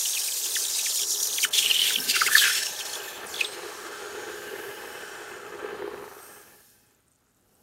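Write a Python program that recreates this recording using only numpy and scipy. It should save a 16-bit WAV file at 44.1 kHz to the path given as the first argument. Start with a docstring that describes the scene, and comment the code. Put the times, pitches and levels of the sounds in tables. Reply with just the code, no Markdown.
"""Hot steel quenching in a metal bucket of water, stirred with tongs; one microphone close above.
Where the bar cuts the surface, steam hisses and whistles and swelling vapour pockets chirp downward.
Under water, collapsing bubbles knock on the bucket, which drones. The cooling bar gives a last few pops,
then only a fine fizz ticks over the quiet of the workshop, with a low rustle at the end."""
import sys
import numpy as np
from scipy import signal
from scipy.fft import rfft, irfft, next_fast_len
from scipy.io import wavfile
from scipy.ndimage import uniform_filter1d

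SR = 44100
rng = np.random.default_rng(int(sys.argv[2]) if len(sys.argv) > 2 else 0)


def bounce(signal):
    """Save signal as a 16-bit WAV file at the path given by the first command-line argument."""
    frames = np.transpose(np.atleast_2d(signal))
    limited = np.clip(frames, -1, 1)
    pcm = np.round(limited * 32767).astype(np.int16)
    wavfile.write(sys.argv[1], SR, pcm)


N = 336042
TIME = np.arange(N) / SR
# how violently the surface churns: time_s, share (0-1)
CHURN = [(0, 1), (3.0, 1), (3.6, .35), (7.62, .3)]


def gain_of(db):
    """Decibels to amplitude."""
    return 10 ** (np.asarray(db) / 20)


def unit_rms(x):
    """Scales to rms 1."""
    return x / np.sqrt(np.mean(x ** 2) + 1e-20)


def curves(rows, t=TIME):
    """Each column after a table's time column, read at the times t."""
    times, *columns = np.transpose(rows)
    return [np.interp(t, times, column) for column in columns]


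def add(mix, start_s, sound):
    """Mixes a sound in at start_s."""
    part = mix[round(start_s * SR):][:len(sound)]
    part += sound[:len(part)]


def coloured(x, spectrum):
    """Filters x by a spectrum that falls away outside its ends; rms 1."""
    size = next_fast_len(len(x))
    bins_hz = np.fft.rfftfreq(size, 1 / SR)
    hz, db = np.transpose(spectrum)
    shape = gain_of(np.interp(np.log(bins_hz + 1), np.log(hz + 1), db, left=-90, right=-90))
    return unit_rms(irfft(rfft(x, size) * shape, size)[:len(x)])


def resonate(x, hz, width_hz):
    """A steep resonance: twice shifts hz down to zero, smooths and shifts back."""
    turn = np.exp(2j * np.pi * np.cumsum(hz * np.ones(len(x))) / SR)
    pole = np.exp(-np.pi * width_hz / SR)
    for _ in range(2):
        x = 2 * (turn * signal.lfilter([1 - pole], [1, -pole], x / turn)).real
    return x


def ringing(count, hz, width_hz):
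    """Noise in a resonance that follows hz; rms 1."""
    return unit_rms(resonate(rng.standard_normal(count), hz, width_hz))


def wander(per_s):
    """A random flutter, about per_s times a second, without slow drift; rms 1."""
    steps = rng.standard_normal(N // 64 + 2)
    span = max(round(SR / 128 / per_s), 1)
    smooth = uniform_filter1d(uniform_filter1d(steps, span), span)
    flutter = smooth - uniform_filter1d(smooth, 6 * span)
    return np.interp(np.arange(N) / 64, np.arange(len(steps)), unit_rms(flutter))


def clicks(per_s, spread_db):
    """Sparse clicks of random sign; a few are large."""
    size = gain_of(spread_db * np.minimum(rng.exponential(1, N), 4)) * rng.choice([-1., 1.], N)
    return size * (rng.random(N) < per_s / SR)


def swells(rows, edge):
    """One hump or dip in dB per row; edge is the share spent rising and falling."""
    out = np.zeros(N)
    for centre_s, length_s, db in rows:
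        add(out, centre_s - length_s / 2, db * signal.windows.tukey(round(length_s * SR), edge))
    return out


def steam_rush(patch_db, streak_db):
    """Noise whose colour drifts in short wide patches and long narrow streaks."""
    real, imag, patches, streaks = rng.standard_normal((N // 128 + 5, 257, 4)).T
    patches = unit_rms(uniform_filter1d(uniform_filter1d(patches, 7, axis=0), 14, axis=1))
    streaks = unit_rms(uniform_filter1d(uniform_filter1d(streaks, 2, axis=0), 90, axis=1))
    (churn,) = curves(CHURN, np.arange(real.shape[1]) * 128 / SR)
    spectra = (real + 1j * imag) * gain_of(patch_db * churn * patches + streak_db * streaks)
    return unit_rms(signal.istft(spectra, nperseg=512, noverlap=384)[1][:N])


def steam():
    """Steam sputters as the vapour film tears and closes; narrow bands and small pockets ride on it."""
    # steam at the surface: time_s, hiss_db, body_db, air_db (the last two against the hiss)
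    levels = [(0, -30.5, -13.5, -5), (.47, -33, -13, -4), (.8, -31, -11.5, -7), (1.1, -34, -29, -5.5),
              (1.4, -35, -14.5, -3.5), (1.55, -27.5, -4, -6.5), (1.74, -34, 1, -3), (1.9, -30, 0, -4),
              (2.01, -38.5, -9, 1.5), (2.14, -34, 0, -7.5), (2.37, -26.5, -6.5, -1), (2.49, -30, -2, -6.5),
              (2.59, -33, 0, -6.5), (2.63, -36, -5, -8.5), (2.72, -38.5, -6.5, -7.5), (2.95, -41, -7, -7.5),
              (3.05, -46.5, 3.5, 0.5), (3.23, -53, 3, -2), (3.3, -44.5, -14, -4), (3.41, -41, 4, -7),
              (3.5, -49, 1.5, -5.5), (3.85, -47.5, -5, -8), (4.18, -50, -0.5, -7), (4.65, -52, -2, 1),
              (5.1, -52, -3.5, -5.5), (5.5, -57, -3.5, -5.5), (5.85, -63, 8.5, -0.5), (6.27, -55, -13, 2),
              (6.5, -61.5, -8, 3.5), (6.71, -64, -9, 1.5), (6.98, -78, -2, 1.5), (7.3, -80, -4.5, -1.5),
              (7.62, -73.5, -7, 3)]
    # its middle, high and top ranges: frequency_hz, level_db
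    body = [(1000, -30.5), (1900, -4.5), (2600, 2), (3200, 4), (4300, 0.5), (5200, -12), (7000, -52.5)]
    hiss = [(2500, -32.5), (4200, -8), (5400, 2), (6800, 2.5), (7700, -0.5), (8500, -0.5), (9600, -3),
            (10400, -17), (12000, -30)]
    air = [(8000, -19.5), (10200, -6.5), (11500, -2), (13000, -3), (16000, -8.5)]
    # steam spurts through the torn film: centre_s, length_s, change_db
    spurts = [(.056, .025, 0.5), (.145, .03, 1), (.565, 0.12, 2.5), (.655, .02, 1.5), (.79, 0.024, 3),
              (.86, 0.077, 3), (.97, 0.19, 3.5), (1.12, 0.093, 5), (1.208, 0.011, 1), (1.23, 0.13, 4),
              (1.231, .01, 4), (1.273, .01, 4.5), (1.36, 0.1, 3), (1.45, 0.17, 4.5), (1.59, 0.041, 4.5),
              (1.89, 0.037, 1.5), (2.1, 0.063, 9), (2.16, 0.04, 6), (2.58, 0.065, 3), (2.632, 0.018, 4),
              (2.66, 0.039, 4), (2.8, 0.036, 3), (2.765, .04, 1), (2.84, .02, -5), (2.865, .03, 2),
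              (2.895, .02, 1), (2.935, .02, 5), (2.957, 0.024, 4.5), (3.41, 0.023, 7), (3.54, 0.056, 5)]
    # brief dips in the hiss (near 1.5 s a dunk chokes the steam): centre_s, length_s, change_db
    dips = [(1.495, 0.094, -12.5), (2.3, 0.051, -6), (3.9, .03, -4), (1.5, 0.017, -13)]
    hiss_db, body_db, air_db = curves(levels)
    (churn,) = curves(CHURN)
    surge_db = swells(spurts, edge=1.0) + swells(dips, edge=0.41)
    air_db -= 0.09 * surge_db  # the top range surges a little less
    rush = steam_rush(patch_db=1.7, streak_db=1.7)
    rush += 0.076 * churn * unit_rms(clicks(3000, spread_db=9))
    sputter = gain_of(churn * (.6 * wander(12) + .8 * wander(30) + .7 * wander(110)))
    spray = coloured(rush, hiss)
    spray += gain_of(body_db) * coloured(rush, body) + gain_of(air_db) * coloured(rush, air)
    crowd = gain_of(-4) * small_pockets()
    return gain_of(hiss_db + surge_db) * (sputter * (spray + whistling_bands()) + crowd)


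def whistling_bands():
    """Faint narrow whistling bands in the hiss, each fading in and out."""
    # bands: start_s, length_s, start_hz, end_hz, width_hz, level_db (against the hiss)
    bands = [(0, 0.34, 8700, 8900, 500, -9), (0.246, 0.26, 7100, 7140, 400, -8),
             (0.804, 0.76, 6930, 6540, 500, -7), (0.923, 0.57, 5550, 6200, 400, -3.5),
             (2.066, 0.25, 4640, 4900, 350, -6), (2.461, 0.29, 5220, 5530, 349, -4),
             (2.922, 0.34, 7080, 7400, 120, -4.5), (3.244, 0.1, 10000, 5400, 900, -3.5),
             (3.414, 0.13, 8070, 8400, 250, 1.5), (3.894, 0.69, 6600, 6900, 500, -4.5),
             (4.302, 1.0, 2820, 3040, 220, -3), (4.75, 0.49, 5200, 5750, 300, -5.5),
             (4.798, 0.7, 8800, 8400, 400, -8), (4.9, 0.76, 7300, 7270, 120, -10),
             (5.056, 0.87, 6780, 6770, 110, -8), (5.097, .55, 5530, 5340, 250, -12),
             (6.154, 0.33, 8500, 8350, 300, -1.5), (6.0, 0.85, 12460, 12100, 300, -11)]
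    out = np.zeros(N)
    for start_s, length_s, start_hz, end_hz, width_hz, db in bands:
        hz = np.geomspace(start_hz, end_hz, round(length_s * SR))
        add(out, start_s, gain_of(db) * ringing(len(hz), hz, width_hz) * signal.windows.tukey(len(hz), .5))
    return out


def pocket_chirp(core_s, start_hz, end_hz, rough):
    """A vapour pocket's ring falls as it swells, then levels off; steam breaks up the rough share."""
    progress = np.linspace(0, 1, round(1.35 * core_s * SR))  # the fades reach beyond the core
    hz = end_hz * (start_hz / end_hz) ** (1.2 * (1 - progress) ** 1.4)
    tone = np.sin(2 * np.pi * (np.cumsum(hz) / SR + rng.random()))
    breath = ringing(len(hz), hz, end_hz / 5) / np.sqrt(2)
    envelope = np.sin(np.pi * progress) ** 1.3
    return (np.sqrt(1 - rough) * tone + np.sqrt(rough) * breath) * envelope


def small_pockets():
    """A crowd of small vapour pockets chirps at random, in 24 sizes."""
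    # crowd density: time_s, pockets_per_s
    density = [(0, 344), (1.45, 314), (1.5, 120), (2.7, 140), (3.05, 150), (3.2, 60), (3.5, 60), (3.7, 9.5),
               (7.62, 7.6)]
    (per_s,) = curves(density)
    out = np.zeros(N)
    for hz in np.geomspace(2900, 6500, 24):
        chirp = pocket_chirp(rng.uniform(.003, .009), rng.uniform(1.05, 1.5) * hz, hz, rough=.7)
        births = gain_of(3 * rng.standard_normal(N)) * (rng.random(N) < per_s / 24 / SR)
        out += signal.oaconvolve(births, chirp)[:N]
    return out


def bucket():
    """Collapsing bubbles ring the bucket, sharper ones its high modes; bubbles hum and water sloshes."""
    # boiling under water: time_s, drone_db, sharpness_db, slosh_db
    boil = [(0, -59.5, 7, -70), (.31, -58.5, 5, -74), (.45, -50, -2, -69), (.85, -56, 4.5, -66),
            (1.05, -49, -3, -69), (1.38, -51.5, 0, -63), (1.63, -48.5, 0.5, -60), (2.3, -49, 0, -57),
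            (2.5, -50.5, 1, -60.5), (2.8, -55, 8, -63), (3, -46.5, 2.5, -65.5), (3.3, -46.5, 2, -56.5),
            (3.5, -41, -3, -63), (4.5, -39.5, -5, -58), (4.87, -43.5, -2, -60.5), (5.3, -43.5, -3, -60.5),
            (5.65, -38.5, -6, -58), (5.84, -38.5, -6, -57), (5.98, -43.5, -5, -54), (6.17, -51, -1, -65),
            (6.43, -60, 2, -65), (6.7, -72, 1, -71), (7.04, -78.5, 3, -74.5), (7.35, -83, 5.5, -74.5),
            (7.5, -73.5, -3, -72.5), (7.62, -73.5, -4.5, -71.5)]
    # the bucket's modes: pitch_hz, width_hz, level_db
    modes = [(410.4, 68.5, -4), (365.6, 66, -12), (470.5, 120, -8.5), (612, 55, -25), (924, 47, -22.5),
             (834, 76, -12.5), (990, 910, -12.5), (1326, 650, -8.5), (1562, 76, -7), (1644, 60, -9),
             (1733, 170, -7.5), (2070, 90, -17.5), (2310, 250, -19.5), (2578, 320, -12), (3010, 450, -14)]
    # its upper ring against the drone: time_s, level_db
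    upper_ring = [(0, 1), (1.3, -4.5), (2, 6.5), (3.2, 1), (3.6, -6), (4.0, 0), (4.5, 0), (5.1, 0.5),
                  (5.7, -3.5), (6, -11), (6.3, 2), (6.85, 3), (7.05, -16.5)]
    # colours of knock and slosh: frequency_hz, level_db
    knock_colour = [(150, -41.5), (300, 1), (600, 11), (1100, 2.5), (1900, 6.5), (3000, -3.5),
                    (5000, -50.5)]
    slosh_colour = [(25, -26), (45, -8), (80, 1.5), (160, 1), (250, 5), (400, -5.5)]
    # large bubbles thump the wall: start_s, level_db
    wall_thumps = [(2.171, -35), (2.264, -34), (4.277, -34), (5.625, -33), (5.644, -28), (5.726, -31),
                   (5.752, -36), (5.795, -37), (5.817, -31), (5.825, -28.5), (5.842, -29.5), (5.876, -28.5),
                   (5.937, -32.5), (5.98, -40), (6.024, -39), (6.085, -45), (6.166, -42)]
    # the bubble cloud on the bar rings higher as its bubbles shrink: time_s, pitch_hz, level_db
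    bubble_cloud = [(3.5, 991, -60), (3.8, 1214, -46.5), (4.2, 1480, -47.5), (4.7, 1620, -48.5),
                    (5.3, 1480, -45), (5.6, 1140, -58), (5.9, 1030, -49.5), (6.2, 1280, -53),
                    (6.6, 1395, -75), (6.9, 1400, -86)]
    drone_db, sharp_db, slosh_db = curves(boil)
    (upper_db,) = curves(upper_ring)
    cloud_hz, cloud_db = curves(bubble_cloud)
    collapses = unit_rms(clicks(5000, spread_db=3)) * gain_of(wander(28) + wander(5.3))
    thumps = np.zeros(N)
    for start_s, db in wall_thumps:
        add(thumps, start_s, gain_of(db) * np.diff(np.hanning(110)))  # a push, then a pull
    out = gain_of(drone_db + sharp_db) * coloured(collapses, knock_colour)
    for hz, width_hz, db in modes:
        level_db = drone_db + db + sharp_db * (hz > 600) + upper_db * (hz > 1400)
        level_db += wander(1.4)  # the stirred bar couples to each mode by turns
        out += gain_of(level_db) * unit_rms(resonate(collapses, hz, width_hz))
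        click_peak = 2 * np.pi * width_hz / (np.e * SR)
        out += gain_of(db) * resonate(thumps, hz, width_hz) / click_peak
    cloud = gain_of(cloud_db) * ringing(N, cloud_hz, width_hz=350)
    slosh = coloured(rng.standard_normal(N), slosh_colour) * gain_of(slosh_db + 1.7 * wander(14))
    return out + cloud + slosh


def fizz():
    """Tiny bubbles burst at the surface, each size ticking at its own high pitch."""
    # fizz: time_s, level_db
    levels = [(0, -66), (6.4, -71.5), (6.9, -74), (7.62, -76)]
    sizes = [(6400, -5.0), (7400, -0.5), (8500, 0.5), (12500, -4.0)]  # pitch_hz, level_db
    ticks = sum(gain_of(db) * resonate(clicks(45, spread_db=4), hz, width_hz=1500) for hz, db in sizes)
    return gain_of(curves(levels)[0]) * unit_rms(ticks)


def workshop():
    """Steady room tone, mostly low rumble."""
    # workshop air: frequency_hz, level_db
    colour = [(20, -30.5), (40, -4), (110, 0), (220, -14.5), (600, -21), (1500, -30.5), (2800, -30),
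              (4200, -30.5), (5500, -35.5), (8000, -28), (11000, -33), (14500, -33), (16000, -40.5)]
    return gain_of(-74) * coloured(rng.standard_normal(N), colour)


def echoes(x, decay_s=0.071):
    """Short tail of the bucket's mouth and the concrete floor: sparse taps of random sign."""
    taps = np.zeros(6000)
    delays = np.arange(100, 5980, 20) + rng.integers(0, 20, 294)
    taps[delays] = rng.choice([-1., 1.], 294) * gain_of(-60 * delays / SR / decay_s)
    return signal.oaconvolve(x, taps / np.linalg.norm(taps))[:N]


def large_pockets():
    """Large vapour pockets swell on the steel, one chirp each."""
    # pockets: start_s, core_s, start_hz, end_hz, level_db
    pockets = [(0.053, 0.0096, 3610, 2320, -26), (0.167, 0.013, 2804, 2400, -25),
               (0.281, .0095, 2980, 2140, -29.5), (0.552, 0.0095, 4124, 2640, -23),
               (.562, 0.01, 2058, 1520, -24), (0.65, 0.00793, 4330, 2880, -23.5),
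               (0.748, 0.0048, 3950, 3650, -27.5), (0.789, 0.007, 4000, 3700, -25),
               (0.856, 0.015, 3577, 1664, -28.5), (0.912, .01, 4410, 3060, -34),
               (1.226, 0.011, 4530, 3500, -30), (1.007, 0.0065, 3420, 3200, -27),
               (1.17, .008, 4200, 3000, -33.5), (1.25, .012, 3930, 2620, -35),
               (1.295, 0.011, 3640, 2500, -34.5), (1.028, 0.011, 5170, 2520, -27.5),
               (1.323, 0.013, 4650, 2880, -30.5), (1.378, 0.015, 3780, 1580, -26),
               (1.381, 0.0068, 3580, 3010, -21), (1.428, 0.015, 3364, 2120, -20),
               (1.433, 0.022, 2770, 1430, -24.5), (1.438, .016, 3104, 2960, -19.5),
               (1.444, 0.0096, 1975, 1306, -19.5), (1.539, 0.019, 3605, 3240, -22),
               (1.567, 0.029, 4520, 3140, -20.5), (1.62, 0.012, 3340, 2500, -22),
               (1.639, 0.017, 3385, 2610, -21), (1.659, 0.0055, 3010, 2940, -13.5),
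               (1.696, 0.015, 3320, 2850, -19.5), (1.707, 0.012, 4150, 4230, -23),
               (1.709, 0.0096, 3110, 2674, -12.5), (1.735, 0.033, 3050, 3100, -23),
               (1.758, 0.015, 2930, 2980, -21), (1.763, .008, 3440, 3180, -20),
               (1.838, .008, 3100, 2800, -22.5), (1.867, .006, 3250, 3100, -23),
               (1.88, .012, 3200, 2500, -23), (1.582, .012, 3100, 2650, -23),
               (1.789, 0.0093, 3353, 2910, -14.5), (1.815, 0.0083, 3184, 3000, -16),
               (1.853, 0.01, 3440, 3100, -22), (1.898, 0.013, 2884, 1374, -24),
               (1.94, 0.0062, 3550, 3500, -22), (1.956, 0.0075, 3440, 2920, -17),
               (1.959, 0.007, 3310, 2200, -22.5), (1.984, 0.0044, 3200, 2880, -16),
               (2.001, .0067, 5200, 5300, -24.5), (2.083, 0.043, 5080, 4200, -25),
               (2.098, .019, 3040, 2580, -24.5), (2.139, 0.017, 2770, 2740, -23.5),
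               (2.154, 0.009, 2120, 2030, -24), (2.159, .011, 1793, 1270, -22),
               (2.208, .008, 2140, 2050, -17), (2.198, 0.026, 4700, 4630, -26),
               (2.213, 0.011, 1847, 1183, -14), (2.263, 0.0065, 2230, 2030, -18),
               (2.273, 0.009, 2860, 2440, -20), (2.281, 0.011, 1670, 1150, -23),
               (2.362, 0.0062, 2220, 1960, -23), (2.442, .01, 2120, 2050, -22),
               (2.474, 0.0096, 1620, 1500, -21), (2.35, 0.0097, 1814, 1610, -9.5),
               (2.354, 0.018, 4910, 3990, -19), (2.364, 0.0069, 4310, 4160, -18.5),
               (2.366, 0.0081, 1710, 1080, -24.5), (2.389, 0.017, 3720, 2720, -21.5),
               (2.414, 0.014, 1670, 1620, -18.5), (2.417, .034, 3490, 2970, -29),
               (2.435, 0.0098, 1660, 1660, -18), (2.458, 0.018, 2770, 1520, -31),
               (2.459, 0.017, 1564, 1600, -18.5), (2.51, 0.008, 2040, 1640, -30),
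               (2.548, 0.013, 3510, 3150, -28), (2.583, .022, 3410, 2540, -33),
               (2.799, 0.018, 3465, 2910, -31.5), (2.518, 0.013, 3600, 2900, -28),
               (2.63, 0.008, 3480, 2680, -31), (2.657, 0.0068, 5600, 5170, -28),
               (2.664, 0.0096, 3290, 2500, -28.5), (2.761, .006, 3500, 3180, -34),
               (2.806, 0.0075, 2800, 2500, -31), (2.86, .006, 4400, 4200, -36),
               (2.789, .007, 3830, 3540, -28), (2.811, .008, 3250, 3050, -32),
               (2.817, .006, 4430, 4100, -36), (2.837, .006, 5500, 5300, -34),
               (2.852, .006, 5500, 5250, -34), (2.934, .008, 3700, 3100, -34),
               (2.936, .006, 6400, 6200, -34), (3.075, 0.0099, 1850, 1780, -36),
               (2.893, 0.0096, 4380, 4200, -32.5), (2.93, 0.0058, 4500, 4100, -31),
               (2.952, 0.0086, 3550, 3330, -29.5), (3, 0.007, 3040, 2840, -34),
               (0.146, 0.0066, 4500, 4100, -27), (0.2, 0.0069, 3900, 3560, -33),
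               (.32, .007, 3480, 3020, -29.5), (0.339, .006, 4640, 3980, -33),
               (0.355, 0.012, 4900, 2980, -36), (0.413, 0.009, 3330, 2300, -33),
               (.515, 0.0085, 3780, 3370, -29), (0.682, 0.0053, 3970, 3680, -27),
               (.79, 0.008, 2900, 2430, -30), (0.881, 0.0084, 3410, 2880, -27),
               (0.985, 0.013, 3410, 2000, -35.5), (1.143, 0.01, 4660, 3300, -31),
               (1.359, 0.0074, 3700, 2720, -32), (1.402, .006, 4900, 4400, -25),
               (3.266, 0.0074, 10200, 9000, -37), (3.29, .007, 5630, 4930, -40),
               (3.323, .007, 4690, 4310, -39), (3.339, 0.0047, 6100, 3600, -29.5),
               (3.379, 0.0054, 3600, 3300, -29), (3.443, 0.0046, 7070, 4000, -30),
               (3.342, .0056, 3390, 3430, -30.5), (3.356, 0.0043, 4100, 4240, -29),
               (3.362, 0.0042, 3600, 3300, -28), (3.393, 0.0065, 3390, 3240, -22),
               (3.406, 0.01, 3212, 2336, -15), (3.445, 0.0095, 3970, 3220, -22.5)]
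    out = np.zeros(N)
    for start_s, core_s, start_hz, end_hz, db in pockets:
        add(out, start_s - core_s / 6, gain_of(db) * pocket_chirp(core_s, start_hz, end_hz, rough=.3))
    return out


def whistles():
    """Steam gaps beside the swept bar whistle, throbbing as they open and shut."""
    # one path per gap: time_s, level_db, pitch_hz
    gaps = [
        [(1.52, -32, 3430), (1.666, -41.5, 2910), (1.736, -42, 2960), (1.814, -27.5, 3100),
         (1.948, -39.5, 3230), (2.0, -59, 3100)],
        [(2.13, -29.5, 1630), (2.216, -43.5, 1620), (2.316, -32, 1690), (2.384, -36.5, 1684),
         (2.474, -29.5, 1540), (2.584, -40.5, 1648), (2.68, -45, 1740)],
        [(2.33, -35.5, 6030), (2.365, -30, 4320), (2.4, -28, 3460), (2.44, -26, 2960), (2.475, -28, 2410),
         (2.504, -49, 3525), (2.56, -51, 3550), (2.62, -51, 3090)],
    ]
    # each gap's resonance: width_hz
    widths = [700, 390, 1000]
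    out = np.zeros(N)
    for path, width_hz in zip(gaps, widths):
        t = np.arange(path[0][0], path[-1][0], 1 / SR)
        db, hz = curves(path, t)
        ring = ringing(len(t), hz, width_hz)
        throb = gain_of(4.1 * wander(45) + 2.5 * wander(160))[:len(t)]
        add(out, t[0], gain_of(db) * ring * throb * signal.windows.tukey(len(t), .1))
    return out


def gulps():
    """The water gulps as the bar turns: a low, loose resonance swells and dies."""
    # gulps: peak_s, level_db
    peaks = [(1.998, -42.5), (2.09, -47.5), (2.264, -51)]
    rise_db_per_s, fall_db_per_s = 352, 299.5
    level = sum(gain_of(db + np.minimum(rise_db_per_s * (TIME - s), fall_db_per_s * (s - TIME)))
                for s, db in peaks)
    return level * ringing(N, hz=230, width_hz=110)


def pops():
    """Single bubbles collapse on the cooling bar, each sounding three short rings with a soft start."""
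    # collapses: start_s, peak_db
    collapses = [(5.747, -36), (5.823, -26), (5.877, -29), (5.944, -30), (5.978, -42), (6.024, -36),
                 (6.041, -30), (6.079, -33), (6.114, -37), (6.125, -36), (6.136, -37), (6.166, -41),
                 (6.202, -37), (6.234, -47), (6.367, -44)]
    # rings of one pop: pitch_hz, width_hz, level_db
    rings = [(886, 260, 1), (1540, 380, -0.5), (3180, 1500, -13)]
    kicks, t = np.zeros(N), np.arange(600) / SR
    for start_s, db in collapses:
        add(kicks, start_s, gain_of([db]))
    pop = sum(gain_of(db) * np.sin(2 * np.pi * hz * t) * width_hz * t * np.exp(-2 * np.pi * width_hz * t)
              for hz, width_hz, db in rings)
    return signal.oaconvolve(kicks, pop / abs(pop).max())[:N]


def rustle():
    """A low rustle swells nearby at the end."""
    # rustle: time_s, level_db
    levels = [(7.35, -85), (7.46, -72), (7.62, -68.5)]
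    return gain_of(curves(levels)[0]) * ringing(N, hz=420, width_hz=600)


def scene():
    """Everything at one spot below the microphone, in mono."""
    surface = large_pockets() + whistles() + fizz() + pops()
    tail = gain_of(-10) * echoes(surface)
    return (surface + tail + steam() + bucket() + gulps() + rustle() + workshop())[None]


def record(dry, cutoff_hz=15780):
    """The recorder's band limit."""
    lowpass = signal.firwin(1023, cutoff_hz, window=("kaiser", 9), fs=SR)
    return signal.oaconvolve(dry, lowpass[None], "same")


dry = scene()
out = record(dry)
bounce(out)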